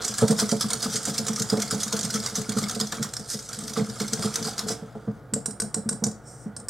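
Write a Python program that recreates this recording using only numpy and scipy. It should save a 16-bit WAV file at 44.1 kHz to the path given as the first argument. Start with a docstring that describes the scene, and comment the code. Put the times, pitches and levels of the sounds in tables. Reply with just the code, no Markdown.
"""A small, bright kitchen, with a stereo microphone close to a steel bowl held on the counter.
A wire whisk beats thin sauce, about nine strokes a second: the wires clash and skid on the wall,
the sauce slops and bubbles, and the bowl knocks on the worktop. Then the whisk is lifted and tapped
on the rim to shed its drips, with one faint squeak of steel. An appliance hums in the background."""
import sys
import numpy as np
from scipy import signal
from scipy.fft import rfft, irfft, next_fast_len
from scipy.io import wavfile
from scipy.ndimage import uniform_filter1d

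SR = 44100
rng = np.random.default_rng(int(sys.argv[2]) if len(sys.argv) > 2 else 0)


def file_out(sig):
    """Save sig as 16-bit WAV at sys.argv[1]."""
    # one column per channel
    cols = np.atleast_2d(sig).T
    # limit, then scale
    lim = np.clip(cols, -1, 1)
    pcm = np.round(lim * 32767).astype(np.int16)
    wavfile.write(sys.argv[1], SR, pcm)


N = 295238
TIME = np.arange(N) / SR

# the stereo image, width: freq_hz, side_gain_db
STEREO_WIDTH = [(60, -19), (250, -18), (550, -12), (1200, -14), (4500, -15), (8500, -7), (12000, -4.5)]
# the stereo image, balance: freq_hz, left_minus_right_db
STEREO_BALANCE = [(60, 1.9), (125, 1.9), (250, -1.5), (500, -2.1), (1000, -.4), (4000, 0), (8000, -2.2),
                  (12000, -4.9)]
# tones of the appliance: pitch_hz, rms_db
HUM_TONES = [(59.6, -59), (119, -52), (479, -67), (560, -68), (1443, -68)]
# spectrum of the rush of air: freq_hz, gain_db
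AIR_COLOUR = [(15, -50), (25, -17), (64, -20.5), (90, -11), (131, -4), (264, -17.5), (326, -15), (879, -20),
              (952, -28), (1280, -21.5), (1460, -25), (2240, -36.5), (2560, -45), (3010, -42.5),
              (15000, -53)]
# modes of the bowl with its sauce, on the worktop: pitch_hz, level_db, t60_s
BOWL_MODES = [(124, -8.5, .14), (172, -7, .1), (209, 0, .14), (340, -15, .07), (441, -3, .14),
              (545, -14, .12), (680, -14, .09), (848, -23, .1), (1330, -24, .08), (1490, -31, .15)]
# firm knocks of the bowl on the worktop: start_s, level_db, hardness_db
BOWL_KNOCKS = [(0.219, -13, -6), (0.298, -13.5, -10.0), (0.415, -22.5, -6.5), (0.519, -16.0, -7),
               (0.641, -25, -20), (0.855, -23.5, -16), (0.94, -28.5, -11), (1.077, -27.5, -9.5),
               (1.188, -26, -9.5), (1.293, -22.5, -15), (1.399, -23.5, -12), (1.522, -16.5, -6),
               (1.569, -25, -7), (1.724, -22, -14.5), (1.931, -23.5, -5.5), (2.042, -27, -20.5),
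               (2.145, -24, -11), (2.379, -23.5, -15), (2.487, -24.5, -19), (2.561, -19, -12.5),
               (2.615, -29, -13), (2.757, -27, -6.5), (2.805, -27, -14.0), (2.995, -23.5, -14.5),
               (3.339, -32, -9.5), (3.635, -33, -12), (3.77, -21, -5), (3.799, -21.5, -13.5),
               (3.884, -30, -10), (4.005, -22, -9), (4.124, -27, -9), (4.188, -29.5, -9),
               (4.245, -20.5, -12), (4.412, -28.5, -13), (4.452, -27.5, -8.5), (4.66, -27.5, -2.5),
               (4.699, -28.5, 0), (4.821, -30.5, -12.5), (4.95, -33, -3.5), (5.074, -21.5, -10.5),
               (5.327, -25, -16), (5.857, -25.5, -20), (6.02, -23, -14.5), (6.459, -26.0, -18)]
# spectrum of the small bubbles: freq_hz, gain_db
BUBBLE_COLOUR = [(250, 3), (550, -5), (950, -8), (1320, 8), (1750, -24.5), (2150, 6), (2700, -10),
                 (5000, -16)]
# spectrum of the wet splatter: freq_hz, gain_db
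SPLATTER_COLOUR = [(250, 3.5), (600, 2.5), (950, -1), (1450, 10.5), (2150, -10.5), (2650, -9), (3400, 2.5),
                   (6000, -24)]
# large air pockets closing in the sauce: start_s, level_db, pitch_hz
AIR_POCKETS = [(0.187, -21.5, 1665), (0.389, -26, 1290), (0.492, -27, 1290), (0.61, -24, 1280),
               (2.099, -25, 1490), (2.146, -29, 1290), (2.262, -27, 1190), (2.274, -27.5, 2100),
               (2.585, -22, 1220), (2.923, -23.5, 1730), (4.249, -30, 770), (4.483, -21.5, 775),
               (4.952, -31, 830)]
# modes of the free whisk against the rim: pitch_hz, level_db, t60_s
WHISK_MODES = [(1110, -12, .25), (1330, -12, .25), (1488, -6, .34), (4040, -10, .27), (4690, -12, .2),
               (5200, -10, .16), (5343, -8, .14), (5476, -3, .16), (5682, -10, .16), (5970, -9, .22),
               (6250, -11, .2), (6663, -8, .22), (6988, -5, .22), (7145, -6, .22), (7400, -8, .2),
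               (7807, -5, .22), (7935, -3, .25), (8180, -8, .22), (8490, -4, .21), (8750, 0, .3),
               (8800, -2, .27), (8950, -7, .2), (9640, -10, .3), (10750, -18, .22), (11700, -23, .2),
               (12700, -26, .2)]
# spectrum of bare steel on the rim: freq_hz, gain_db
RIM_COLOUR = [(500, 4), (1400, -11), (2700, -34), (4200, -11), (5500, 6), (6300, -4.5), (8700, 6.5),
              (10200, -20), (12500, -12.5), (16000, -34)]
# the wires squeaking over the rim: time_s, level_db, slip_rate_hz
RIM_SLIDE = [(6.2, -77, 703), (6.271, -49.5, 680), (6.309, -47, 753), (6.36, -52.5, 750),
             (6.45, -54.5, 724), (6.5, -76, 703)]
# taps on the rim and their rebounds: start_s, relative_db, brightest_hz
RIM_TAPS = [(5.3367, -13.5, 7900), (5.4584, -16, 8900), (5.508, -28.5, 8900), (5.6001, -15, 8750),
            (5.619, -19, 9300), (5.7431, -13.5, 8700), (5.7827, -32, 8800), (5.89, -13.5, 8600),
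            (5.9283, -24.5, 9000), (6.0389, -12.5, 6000), (6.066, -25, 7700), (6.113, -34, 6830),
            (6.5647, -26.5, 8600), (6.599, -34, 8700), (6.6846, -20, 8500)]
# spectrum of the wires on the wall: freq_hz, gain_db
WIRE_COLOUR = [(500, -51), (1300, -9), (2650, -17.5), (3700, -8), (4900, 0.5), (6500, -2), (8600, -2),
               (10000, -11), (12500, -17.5), (16000, -40)]
# spectrum of the midrange bite of a clash deep in the sauce: freq_hz, gain_db
BITE_COLOUR = [(900, -17), (1500, 6), (2100, -0.5), (2650, -19.5), (3500, 9.5), (4800, -10)]
# the whisk circling between strokes until it is lifted out: time_s, wires_relative_db, sauce_relative_db
STIRRING = [(0.0, -29, -32.5), (0.36, -43, -51.5), (0.85, -37.5, -40.5), (1.68, -39, -40.5),
            (2.1, -36, -43), (2.36, -41.5, -42), (2.78, -37.5, -47.5), (3.08, -47, -56), (3.36, -39, -56),
            (3.91, -39, -45), (4.3, -36.5, -41), (4.56, -43.5, -43), (4.81, -58, -50), (5.2, -65, -62)]
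# at each stroke the wires land on the wall, skid along it and strike again as they leave:
# start_s, skid_s, landing_db, leaving_db, brightest_hz, scrape_db, sauce_db
WHISK_STROKES = [(0.047, 0.033, -23, -23.5, 7000, -39, -48.5), (0.1823, 0.03, -22.5, -39, 7600, -36.5, -37),
                 (0.2796, 0.028, -25, -25, 8400, -36, -36.5), (0.3878, 0.01, -26, -19, 5000, -29, -30),
                 (0.4915, 0.023, -24, -23, 5950, -36, -42), (0.6093, 0.01, -20, -27, 5130, -34, -33.5),
                 (0.704, 0.028, -23.5, -19, 8500, -38.5, -37),
                 (0.826, 0.013, -23.0, -29, 4670, -34.5, -35.5), (0.924, 0.033, -31, -22, 6270, -33, -44),
                 (1.053, 0.024, -22.5, -32, 7100, -37, -38), (1.143, 0.037, -32.5, -20.5, 5540, -38, -46),
                 (1.266, 0.016, -27, -23, 7100, -41, -36.5), (1.3602, 0.01, -25.5, -38, 5640, -44, -50),
                 (1.397, 0.023, -24.0, -22.5, 6540, -46, -49.5), (1.499, 0.02, -21, -37, 5000, -39, -39),
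                 (1.5977, 0.022, -30.5, -22.5, 5650, -39, -36.5),
                 (1.7095, 0.012, -21.5, -33, 4880, -37.5, -36.5),
                 (1.8026, 0.029, -29, -21, 6300, -37.5, -42.5),
                 (1.926, 0.039, -21.5, -30, 6730, -39.5, -34), (1.9913, 0.019, -25, -25, 6500, -52, -56),
                 (2.0375, 0.012, -34, -26, 6550, -42.5, -39.5),
                 (2.1397, 0.015, -24.5, -31, 5700, -34.5, -37), (2.232, 0.03, -45, -22, 5000, -36.5, -38),
                 (2.355, 0.015, -23.5, -37, 6300, -34.5, -39), (2.4932, 0.01, -25.0, -53, 6600, -51, -39),
                 (2.5706, 0.014, -32.5, -25.0, 4700, -39, -38), (2.6293, 0.01, -30, -27.5, 7000, -50, -38),
                 (2.696, 0.015, -26, -27.5, 6470, -48, -37.5), (2.8006, 0.01, -21.5, -19, 4600, -48, -36.5),
                 (2.9218, 0.02, -27, -44, 3880, -44.5, -35), (3.0274, 0.01, -24, -32, 5800, -44, -36.5),
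                 (3.1367, 0.03, -27.5, -25, 5700, -62, -50.5),
                 (3.2995, 0.022, -30.5, -33.5, 5700, -32.5, -58),
                 (3.4897, 0.055, -33.5, -37, 6330, -57, -46), (3.588, 0.015, -30, -45, 7900, -50, -47.5),
                 (3.6794, 0.015, -29.5, -36, 5200, -47, -45.5), (3.761, 0.013, -52, -33, 5900, -41, -34),
                 (4, 0.015, -27.5, -31, 4950, -40, -35), (4.133, 0.01, -19, -46, 5960, -52, -40),
                 (4.223, 0.021, -30.5, -32, 5300, -34.5, -37), (4.3573, 0.01, -19, -46, 6200, -49, -34),
                 (4.449, 0.025, -31, -31, 4920, -35, -40.5), (4.58, 0.012, -26.5, -21.5, 4570, -47, -34),
                 (4.6843, 0.02, -27, -30, 5400, -35.5, -39.5)]


def amp(db):
    """Decibels to gain."""
    return 10 ** (np.asarray(db) / 20)


def unit(x):
    """Scale to rms 1."""
    return x / np.sqrt(np.mean(x ** 2))


def crest(x, size):
    """Scale a blow so that its loudest stretch of size samples has rms 1."""
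    return x / np.sqrt(uniform_filter1d(x ** 2, size, mode="constant").max())


def clock(seconds):
    """Sample times of a short sound."""
    return np.arange(int(seconds * SR)) / SR


def decay(t, t60):
    """Gain that falls 60 dB in t60 seconds."""
    return np.exp(-np.log(1000) * t / t60)


def follow(table, column):
    """Gain along a table's dB column, timed by its first column and silent outside it."""
    rows = np.array(table)
    return amp(np.interp(TIME, rows[:, 0], rows[:, column], left=-120, right=-120))


def add(track, start_s, x):
    """Mix x into the track at start_s."""
    i = int(np.clip(start_s * SR, 0, N - 1))
    track[i:i + len(x)] += x[:N - i]


def colour(x, points):
    """Filter by a spectrum of (freq_hz, gain_db) points."""
    size = next_fast_len(len(x) + 2048)
    hz, db = np.transpose(points)
    bins_hz = np.maximum(np.fft.rfftfreq(size, 1 / SR), 1)
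    gain = amp(np.interp(np.log(bins_hz), np.log(hz), db))
    return irfft(rfft(x, size) * gain, size)[:len(x)]


def resonate(x, hz, width_hz):
    """One resonance, gain 1 at its centre."""
    return signal.lfilter(*signal.iirpeak(min(hz, SR / 3), max(hz / width_hz, 1), fs=SR), x)


def burst(t, t60):
    """Noise dying away: a crowd of modes too dense to tell apart."""
    return rng.standard_normal(len(t)) * decay(t, t60)


def ring(t, modes, detune, scatter_db, spread_turns=0):
    """Struck modes, a row each; the contact point shifts pitch and strength, a buzzing contact phase."""
    hz, db, t60 = np.transpose(modes)[:, :, None]
    pitch, size, start = rng.standard_normal((3, len(modes), 1))
    cycles = hz * (1 + detune * pitch) * t + spread_turns * start
    return amp(db + scatter_db * size) * np.sin(2 * np.pi * cycles) * decay(t, t60)


def ticks(samples, per_s, spread_db):
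    """Random tiny impacts, mostly small, a few large."""
    struck = rng.random(samples) < per_s / SR
    size = np.minimum(rng.exponential(size=samples), 4)
    return struck * amp(spread_db * size) * rng.choice([-1, 1], samples)


def swells(levels_db, attack_s, hold_s, t60):
    """Gain that rises into each stroke, holds through the skid and hold_s more, then dies away."""
    power, t = np.zeros(N), clock(.4)
    for (start_s, skid_s, *_), db in zip(WHISK_STROKES, levels_db):
        rise = np.minimum(t / attack_s, 1)
        fall = decay(np.maximum(t - attack_s - skid_s - hold_s, 0), t60)
        add(power, start_s - attack_s, (amp(db) * rise * fall) ** 2)
    return np.sqrt(power)


def reflections(x):
    """Quick scatter off nearby things, then the fainter tail of the room, at unit power gain."""
    t = clock(.45)
    response = burst(t, t60=.025) + amp(-12) * burst(t, t60=.22)
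    return signal.fftconvolve(x, response / np.linalg.norm(response))[:N]


def kitchen(direct):
    """A short bright room; as the whisk circles, other reflections reach the microphone's two ports."""
    t = clock(.51)
    tail = burst(t, t60=.26) * (1 - np.exp(-t / .0027))
    mid = direct + amp(-8.5) * signal.fftconvolve(direct, tail / np.linalg.norm(tail))[:N]
    turn = 2 * np.pi * 4 * TIME  # four turns a second
    scatter = reflections(mid * np.cos(turn)) + reflections(mid * np.sin(turn))
    # the pressure difference between the ports is in quadrature
    across = signal.hilbert(mid, next_fast_len(N)).imag[:N]
    side = colour(.9 * scatter + .4 * across, STEREO_WIDTH)
    left = colour(mid + side, [(hz, db / 2) for hz, db in STEREO_BALANCE])
    right = colour(mid - side, [(hz, -db / 2) for hz, db in STEREO_BALANCE])
    return np.array([left, right])


def appliance():
    """Mains hum and a steady rush of air in the background."""
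    hum = sum(amp(db) * np.sqrt(2) * np.sin(2 * np.pi * (hz * TIME + rng.random()))
              for hz, db in HUM_TONES)
    return hum + amp(-47.5) * unit(colour(rng.standard_normal(N), AIR_COLOUR))


def bowl_shudder(motion):
    """The push of the strokes keeps the bowl shuddering between knocks."""
    force = ticks(N, per_s=700, spread_db=4.5) * motion
    modes = sum(amp(.7 * db) * resonate(force, hz, width_hz=2.94 / t60) for hz, db, t60 in BOWL_MODES)
    return amp(-46) * unit(modes)


def bowl_landings():
    """Firm knocks, and light ones after each stroke and tap: start_s, level_db, hardness_db."""
    chance = rng.standard_normal((len(WHISK_STROKES), 2))
    after_strokes = [(start_s + skid_s + .022 * np.exp(.5 * late), -34.5 + 2 * size, -13)
                     for (start_s, skid_s, *_), (late, size) in zip(WHISK_STROKES, chance)]
    after_taps = [(start_s + .02, db - 13, -10.5) for start_s, db, _ in RIM_TAPS]
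    return list(BOWL_KNOCKS) + after_strokes + after_taps


def bowl_knocks():
    """The bowl rocks onto the worktop; a harder landing wakes the upper modes and chatters."""
    out, t = np.zeros(N), clock(.22)
    upper = np.array(BOWL_MODES)[:, 0] > 300
    build = 1 - np.exp(-t / .0032)  # the liquid load lets the swing build gradually
    for start_s, db, hardness_db in bowl_landings():
        modes = ring(t, BOWL_MODES, detune=.02, scatter_db=3)
        thud = resonate(resonate(burst(t, t60=.12), 185, width_hz=90), 165, width_hz=50)
        chatter = resonate(resonate(burst(t, t60=.19), 400, width_hz=390), 533, width_hz=580)
        low = crest(modes[~upper].sum(0), size=256) + amp(-7.5) * crest(thud, size=256)
        high = crest(modes[upper].sum(0), size=256) + amp(-7) * crest(chatter, size=256)
        add(out, start_s, amp(db) * crest(build * (low + amp(hardness_db) * high), size=256))
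    # so small a bowl radiates little below its lowest mode, and the dull landing wakes no treble
    return signal.sosfilt(signal.butter(4, [114, 1900], "band", fs=SR, output="sos"), out)


def sauce_motion():
    """How hard the sauce moves: a surge with each stroke over the steady swirl."""
    surges = swells([sauce_db for *_, sauce_db in WHISK_STROKES], attack_s=.006, hold_s=.0027, t60=.28)
    return np.hypot(surges, amp(-2.5) * follow(STIRRING, column=2))


def sauce_slop(motion):
    """The wires tear air into the sauce: short rising bubbles over a wet splatter."""
    bubbles, t = np.zeros(N), clock(.04)
    for when, pitch, size, life in rng.random((1100, 4)):
        hz = 650 * 3.8 ** pitch
        t60 = (9 + 28 * life) / hz  # a bubble rings for 9 to 37 cycles
        phase = 2 * np.pi * hz * t * (1 + .047 * t / t60)
        add(bubbles, when * TIME[-1], amp(20 * size) * np.sin(phase) * decay(t, t60))
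    splatter = colour(ticks(N, per_s=2200, spread_db=1), SPLATTER_COLOUR)
    wet = amp(-6.5) * unit(colour(bubbles, BUBBLE_COLOUR)) + amp(-5) * unit(splatter)
    return signal.sosfilt(signal.butter(2, 220, "high", fs=SR, output="sos"), wet) * motion


def sauce_plops():
    """Each air pocket rings like a bubble and rises in pitch as it nears the surface."""
    out, t = np.zeros(N), clock(.06)
    swell = (1 - np.exp(-t / .0021)) * decay(t, t60=.039)
    for start_s, db, hz in AIR_POCKETS:
        add(out, start_s, amp(db) * swell * np.sin(2 * np.pi * hz * t * (.96 + 3 * t)))
    return out


def rim_squeak():
    """Uneven stick-slip on the rim: a faint squeak that rises and sinks, and keeps the whisk singing."""
    times, _, slip_hz = np.transpose(RIM_SLIDE)
    wobble = unit(uniform_filter1d(rng.standard_normal(N), size=150))
    cycles = np.cumsum(np.interp(TIME, times, slip_hz) * (1 + .011 * wobble)) / SR
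    squeak = unit(sum(np.cos(2 * np.pi * harmonic * cycles) for harmonic in range(8, 17)))
    grip = amp(3.7 * unit(uniform_filter1d(rng.standard_normal(N), size=900)))  # wires catch and let go
    slips = colour(unit(squeak * grip) + 1.1 * rng.standard_normal(N), RIM_COLOUR)
    singing = sum(resonate(slips, hz, width_hz=90) for hz, _, _ in WHISK_MODES)
    return unit(slips + .3 * singing) * follow(RIM_SLIDE, column=1)


def rim_taps():
    """Out of the sauce the whisk buzzes on the rim, which broadens its modes; then they ring freely."""
    out, t = np.zeros(N), clock(.28)
    for start_s, db, brightest_hz in RIM_TAPS:
        contact = burst(t, t60=.028) + amp(-24) * burst(t, t60=.19)
        buzz = sum((-1) ** k * amp(mode_db) * resonate(contact, hz, width_hz=150)
                   for k, (hz, mode_db, _) in enumerate(WHISK_MODES))
        crack = colour(contact, RIM_COLOUR)
        tone = ring(t, WHISK_MODES, detune=.0013, scatter_db=3.5, spread_turns=1).sum(0)
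        tone *= 1 - np.exp(-t / .00072)
        # the point of contact favours some modes
        tone = 1.2 * tone + resonate(tone, brightest_hz, width_hz=2800)
        steel = crest(buzz, size=128) + amp(.5) * crest(crack, size=128)
        steel += amp(-19) * crest(tone, size=128)
        steel += 1.5 * resonate(steel, brightest_hz, width_hz=1200)
        add(out, start_s, amp(db) * crest(steel, size=128))
    return amp(-5.5) * out


def wire_scrape():
    """Wires stick and slip along the wall; each patch of contact rings with its own set of modes."""
    out, patch = np.zeros(N), np.hanning(2400)
    for i in range(0, N, len(patch) // 2):
        slips = ticks(len(patch), per_s=1300, spread_db=4.5) * np.sqrt(patch)
        steel = colour(signal.fftconvolve(slips, burst(clock(.02), t60=.023)), WIRE_COLOUR)
        add(out, i / SR - .015, unit(steel))
    skids = swells([scrape_db for *_, scrape_db, _ in WHISK_STROKES], attack_s=.021, hold_s=.014, t60=.14)
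    return unit(out) * np.hypot(skids, amp(-5.5) * follow(STIRRING, column=1))


def wire_hits():
    """Each blow of a wire on the wall: start_s, level_db, brightest_hz, scrape_db, sauce_db."""
    hits = []
    for start_s, skid_s, landing_db, leaving_db, *setting in WHISK_STROKES:
        hits += [(start_s, landing_db, *setting), (start_s + skid_s, leaving_db, *setting)]
    # one stray wire ticks at random between each pair of strokes
    times, wires, swirl = np.transpose(STIRRING)
    for (start_s, *_), (next_s, _, _, _, brightest_hz, *_) in zip(WHISK_STROKES, WHISK_STROKES[1:]):
        stray_s = start_s + (next_s - start_s) * rng.uniform(.3, .9)
        wires_db, sauce_db = np.interp(stray_s, times, wires), np.interp(stray_s, times, swirl)
        stray_db = wires_db + 6 + 2.5 * rng.standard_normal()
        hits.append((stray_s, stray_db, brightest_hz, wires_db - 8, sauce_db))
    return hits


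def wire_clashes():
    """One wire lands and its neighbours clatter after it; deep in the sauce the wall answers lower."""
    out, t = np.zeros(N), clock(.085)
    graze = int(.01 * SR)  # the outer wires graze the wall just before the blow
    for start_s, db, brightest_hz, scrape_db, sauce_db in wire_hits():
        clatter_s = .024 * np.exp(.1 * (scrape_db - db))  # longer when soft against the scraping
        bite_db = -8 + .63 * (sauce_db - db) + rng.standard_normal()  # more sauce, more midrange
        clatter = np.exp(-t[:-graze] / max(clatter_s, .002))
        pressure = np.concatenate([np.linspace(0, .15, graze), clatter])
        contacts = ticks(len(t), per_s=1900, spread_db=2.5) * pressure
        contacts[graze] = 2.05  # the blow itself
        rattle = signal.fftconvolve(contacts, burst(t, t60=.03))[:len(t)]
        steel = colour(rattle, WIRE_COLOUR)
        steel = unit(steel + 1.1 * resonate(steel, brightest_hz, width_hz=800))
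        bite = amp(bite_db) * unit(colour(rattle, BITE_COLOUR))
        add(out, start_s - graze / SR, amp(db) * crest(steel + bite, size=128))
    return out


def scene():
    """Whisk, sauce and bowl close to the microphone, with the appliance behind them."""
    motion = sauce_motion()
    whisk = wire_clashes() + wire_scrape() + rim_taps() + rim_squeak()
    sauce = sauce_slop(motion) + sauce_plops()
    bowl = bowl_knocks() + bowl_shudder(motion)
    return kitchen(whisk + sauce + bowl + appliance())


def record(dry):
    """The recorder drops the rumble below 32 Hz and cuts the top steeply at 15.9 kHz."""
    low_cut = signal.butter(2, 32, "high", fs=SR, output="sos")
    high_cut = signal.ellip(10, .2, 80, 15900, fs=SR, output="sos")
    return signal.sosfilt(high_cut, signal.sosfilt(low_cut, dry))


dry = scene()
out = record(dry)
file_out(out)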